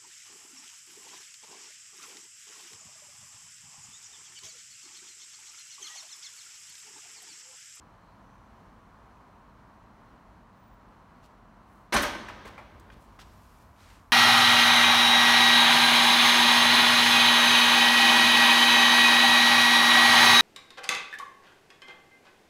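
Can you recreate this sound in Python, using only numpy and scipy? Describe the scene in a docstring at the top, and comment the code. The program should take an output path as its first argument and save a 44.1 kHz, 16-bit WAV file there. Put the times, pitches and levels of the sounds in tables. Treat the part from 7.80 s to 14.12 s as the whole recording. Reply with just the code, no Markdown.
"""A wooden panel slams down in a workshop, clatters edge by edge and rings through the hall.
Each contact is a burst of noise coloured by the panel's resonances. Small knocks and shoe scuffs
follow; clothes rustle and a hand rumbles on the microphone as the person holding it crouches.
Distant machine fans hum under it all, and a faint, high whine passes once before the slam."""
import sys
import numpy as np
from scipy import signal
from scipy.fft import rfft, irfft
from scipy.io import wavfile
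from scipy.ndimage import map_coordinates

SR = 44100
rng = np.random.default_rng(int(sys.argv[2]) if len(sys.argv) > 2 else 0)


def persist_wave(psi):
    """Save psi, clipped to +-1, as 16-bit WAV."""
    counts = np.round(np.clip(psi, -1, 1) * 32767).astype(np.int16)
    wavfile.write(sys.argv[1], SR, np.atleast_2d(counts).T)


N = 278712
CROUCH_START_S, CROUCH_LENGTH_S = 4.14, 2.3


def amp(db):
    """Decibels to linear gain."""
    return 10 ** (np.asarray(db) / 20)


def rise(t, length_s):
    """A smooth fade from 0 to 1 that starts at t = 0."""
    return np.sin(np.pi / 2 * np.clip(t / length_s, 0, 1)) ** 2


def wobble(rate_hz):
    """A smooth random curve with rate_hz knots a second."""
    knots = rng.standard_normal(int(N * rate_hz / SR) + 4)
    return map_coordinates(knots, [np.arange(N) * rate_hz / SR])


def along(points, hz):
    """Read a curve of (freq_hz, value) points on a log frequency axis."""
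    freqs, values = np.transpose(points)
    return np.interp(np.log(hz + 1), np.log(freqs + 1), values)


def resonant(modes, hz):
    """Gain of resonant peaks and dips on a flat response."""
    return 1 + sum((amp(db) - 1) / (1 + (2 * (hz - centre) / width) ** 2) for centre, width, db in modes)


def hump(centre_hz, octaves):
    """A bell-shaped band on a log frequency axis."""
    return lambda hz: 1 / (1 + (np.log2((hz + 1) / centre_hz) / octaves) ** 2 / 2) ** 2


def noise(colour, size=N):
    """Noise of rms 1 whose spectrum follows the gain colour(hz)."""
    white = rfft(rng.standard_normal(size))
    shaped = irfft(white * colour(np.fft.rfftfreq(size, 1 / SR)), size)
    return shaped / np.sqrt(np.mean(shaped ** 2) + 1e-20)


def add(track, start_s, sound):
    """Mix a sound into the track at start_s."""
    part = track[round(start_s * SR):][:len(sound)]
    part += sound[:len(part)]


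# Tone of the fan drone: freq_hz, level_db
FAN_SPECTRUM = [(22, -9), (45, 0), (76, -6.5), (103, -0.5), (140, -7.5), (200, -1), (366, -13.5),
                (585, -14.5), (792, -11.5), (1080, -8.5), (2320, -25.5), (3400, -32.5), (10600, -45.5),
                (16000, -48)]
# Resonances of the fan housings: pitch_hz, width_hz, gain_db
HOUSING_MODES = [(43.3, 13, 4.5), (58, 8.2, 5.5), (102, 8, -0.5), (200, 42, -1), (640, 120, 3.5),
                 (970, 210, 2.5), (3020, 70, 4), (4170, 210, 5), (5950, 600, 2.5)]

def machines(level_db=-54.5, waver_db=0.48, shade_db=-2.0):
    """Far fans drone through their housings; a cabinet shades them as the listener sinks."""
    drone = noise(lambda hz: amp(along(FAN_SPECTRUM, hz)) * resonant(HOUSING_MODES, hz))
    lowered = rise(np.arange(N) / SR - CROUCH_START_S, CROUCH_LENGTH_S)
    return drone * amp(level_db + shade_db * lowered + waver_db * wobble(rate_hz=9))


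def whine(start_s=2.7, length_s=0.32, fade_s=0.08, pitch_hz=15000, level_db=-81):
    """A thin, very high whine comes and goes once."""
    t = np.arange(N) / SR - start_s
    swell = rise(t, fade_s) * rise(length_s - t, fade_s)
    return swell * amp(level_db) * noise(hump(pitch_hz, octaves=0.0027))


# Tone of the handling rumble: freq_hz, level_db
RUMBLE_SPECTRUM = [(20, -23), (42, 7), (60, 8), (105, 5), (160, -7), (400, -40.5)]

def handling(level_db=-54.5, rise_s=0.44, settle_db_per_s=3):
    """The hand rumbles on the microphone's casing as the crouch begins, then slowly steadies."""
    t = np.arange(N) / SR - CROUCH_START_S
    effort = rise(t, rise_s) * amp(level_db - settle_db_per_s * t)
    return effort * noise(lambda hz: amp(along(RUMBLE_SPECTRUM, hz)))


# Tones of the fabric's fine swish and coarse rub: freq_hz, level_db
SWISH_SPECTRUM = [(2000, -28), (5000, 2), (9000, -2), (13000, 1), (16000, -9)]
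RUB_SPECTRUM = [(400, -26), (1300, 4), (2500, 1), (5500, -5.5), (9000, -9.5), (16000, -37)]
# Slides of cloth as the person moves: start_s, length_s, swish_db, rub_db
CLOTH_SLIDES = [(0, 1.43, -95, -82), (5.157, 0.2, -84, -72), (5.387, 0.44, -72.5, -70.5),
                (5.914, 0.23, -73, -60.5)]

def clothes(grain_db=1, crouch_db=-78, attack_s=0.14, release_s=0.062):
    """Fabric rustles faintly through the crouch; each separate slide swells, holds and dies away."""
    t = np.arange(N) / SR
    swish_colour = lambda hz: amp(along(SWISH_SPECTRUM, hz))
    out = amp(crouch_db) * rise(t - CROUCH_START_S, CROUCH_LENGTH_S) * noise(swish_colour)
    rub = noise(lambda hz: amp(along(RUB_SPECTRUM, hz)))
    for start_s, length_s, swish_db, rub_db in CLOTH_SLIDES:
        release = np.exp(-np.maximum(t - start_s - length_s, 0) / release_s)
        speed = rise(t - start_s, attack_s) * release
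        out += speed * (amp(swish_db) * noise(swish_colour) + amp(rub_db) * rub)
    return out * amp(grain_db * wobble(rate_hz=300))


# Brief scuffs, skids and squeaks: start_s, length_s, level_db, centre_hz, width_octaves
SCRAPE_STROKES = [(0.177, 0.21, -81, 4200, .12), (.38, 0.34, -84, 6000, 0.06),
                  (3.418, 0.059, -66.5, 3580, 1.2), (3.824, 0.27, -78, 9140, 1.5),
                  (4.132, 0.029, -34, 8900, 0.37), (4.216, 0.025, -37.5, 10300, 0.72),
                  (4.648, 0.01, -52.5, 1812, 0.5), (4.665, 0.031, -54.5, 2480, 1.3),
                  (5.113, 0.037, -60.5, 2500, 1.1), (5.187, 0.08, -70, 6000, 1.3),
                  (5.386, 0.05, -54, 3060, 1.14)]

def scrapes(grain_db=2):
    """Shoe soles and the panel's edge skid: grainy friction that swells and stops."""
    out, t = np.zeros(N), np.arange(SR // 3) / SR
    for start_s, length_s, level_db, centre_hz, octaves in SCRAPE_STROKES:
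        stroke = amp(level_db) * np.sin(np.pi * np.minimum(t / length_s, 1))
        add(out, start_s, stroke * noise(hump(centre_hz, octaves), len(t)))
    return out * amp(grain_db * wobble(rate_hz=600))


# Small knocks nearby: start_s, level_db, centre_hz, width_octaves, t60_s
KNOCK_HITS = [(4.484, -38, 1311, 0.96, 0.13), (4.499, -41.5, 1150, 0.59, 0.053),
              (4.652, -42, 387.7, 1.5, 0.16), (4.666, -45, 1090, 0.74, 0.16), (4.777, -43, 900, 0.97, 0.18),
              (4.779, -44, 2280, 0.14, 0.061), (4.997, -53.5, 6150, 1, 0.027),
              (5.101, -42.5, 1760, 0.62, 0.028), (5.165, -51.5, 130, 1.4, 0.18),
              (5.389, -47, 1180, 1.03, 0.097), (6.003, -61, 4200, 0.25, 0.046)]

def knocks(attack_s=0.00082):
    """Light, quickly damped contacts, each a burst of band noise."""
    out, t = np.zeros(N), np.arange(SR // 4) / SR
    for start_s, level_db, centre_hz, octaves, t60_s in KNOCK_HITS:
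        envelope = amp(level_db - 60 * t / t60_s) * (1 - np.exp(-t / attack_s))
        add(out, start_s, envelope * noise(hump(centre_hz, octaves), len(t)))
    return out


# Reverb times of the near walls and of the whole hall: freq_hz, t60_s
WALL_DECAY = [(60, 1), (250, 0.74), (1000, 0.55), (3000, 0.6), (6000, 0.49), (10000, 0.44), (16000, 0.28)]
HALL_DECAY = [(60, 2.6), (300, 4), (1000, 2.23), (3000, 2.14), (6000, 1.54), (14000, 0.77)]

def reverb_tail(colour, decay, build_s):
    """A diffuse tail of energy 1 that builds up, each frequency dying at its own speed."""
    hz, t, bands = signal.stft(noise(colour, 3 * SR // 2), SR, nperseg=256)
    envelope = amp(-60 * t / along(decay, hz)[:, None]) * (1 - np.exp(-t / build_s))
    _, tail = signal.istft(bands * envelope, SR, nperseg=256)
    return tail / np.linalg.norm(tail)


# Body tone of the panel's dense modes: freq_hz, level_db
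PANEL_SPECTRUM = [(25, -12), (45, -4.5), (100, -8.5), (160, -9.5), (330, 3.5), (470, -3), (720, 1.5),
                  (1100, 4), (2000, -3.5), (2700, -5), (4800, -12.5), (6200, -11), (7300, -22),
                  (13500, -26.5), (16000, -40)]
# Resonances that colour that body: pitch_hz, width_hz, gain_db
PANEL_MODES = [(49, 14, 6), (214, 29, 7), (510, 12, 8), (578, 12.5, 10), (603, 11, 11), (808, 18, 6.5),
               (920, 17, 4.5), (974, 16, 6.5), (1067, 21, 8), (1244, 18, 7), (1340, 16, 4.5),
               (1340, 18, -4), (1420, 20, 4), (1537, 30, 11), (1645, 73, 6.5), (1816, 68, 5.5),
               (1850, 24, 1), (2016, 68, 6), (2220, 120, 5.5), (2420, 45, 2), (2980, 44, 4), (2980, 36, -1),
               (3070, 120, 1.5), (3345, 52, 6.5), (3670, 57, 5.5), (3870, 46, 4.5), (4180, 110, 7),
               (4550, 38, 7), (8650, 120, 9.5), (9200, 90, 5)]
# The panel's contacts as it lands: start_s, level_db, tilt_db_per_octave, t60_s
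PANEL_HITS = [(4.125, -23.5, 1.5, 0.35), (4.132, -26, -0.5, 0.18), (4.143, -21.5, -1.5, 0.13),
              (4.149, -21, -4, 0.16), (4.164, -19.5, 2.5, 0.12), (4.171, -25, 2.5, 0.093),
              (4.231, -25, 1.5, 0.17), (4.242, -33.5, -4.5, 0.23), (4.311, -46, -6, 0.046),
              (4.349, -33.5, -2, 0.08)]

def panel_slam(attack_s=0.002, walls_db=-2.5, hall_db=-15):
    """The panel lands edge by edge; each contact shakes its modes anew and fills the room."""
    out, t = np.zeros(N), np.arange(SR // 2) / SR
    for start_s, level_db, tilt_db_per_octave, t60_s in PANEL_HITS:
        def colour(hz):
            tilt_db = tilt_db_per_octave * np.log2(np.clip(hz, 200, 6000) / 1000)
            return amp(along(PANEL_SPECTRUM, hz) + tilt_db) * resonant(PANEL_MODES, hz)

        envelope = amp(level_db - 60 * t / t60_s) * (1 - np.exp(-t / attack_s))
        direct = envelope * noise(colour, len(t))
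        # the nearest walls answer first, the whole hall later and for longer
        walls = amp(walls_db) * reverb_tail(colour, WALL_DECAY, build_s=0.013)
        hall = amp(hall_db) * reverb_tail(colour, HALL_DECAY, build_s=0.11)
        add(out, start_s - attack_s, direct)
        add(out, start_s, np.linalg.norm(direct) * (walls + hall))
    return out


def scene(reflections_db=-8.5):
    """Mono mix of all layers; the knocks and scrapes reflect off the near walls."""
    contacts = knocks() + scrapes()
    walls = reverb_tail(np.ones_like, WALL_DECAY, build_s=0.0026)
    reflections = amp(reflections_db) * signal.fftconvolve(contacts, walls)[:N]
    mix = panel_slam() + contacts + reflections + clothes() + machines() + whine() + handling()
    return mix[None]


def record(dry, low_cut_hz=33.7, high_cut_hz=15800):
    """The microphone rolls off the deepest bass and steeply cuts the highest treble."""
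    low_cut = signal.butter(4, low_cut_hz, "highpass", fs=SR, output="sos")
    high_cut = signal.ellip(10, 0.1, 70, high_cut_hz, fs=SR, output="sos")
    return signal.sosfilt(high_cut, signal.sosfilt(low_cut, dry))


dry = scene()
out = record(dry)
persist_wave(out)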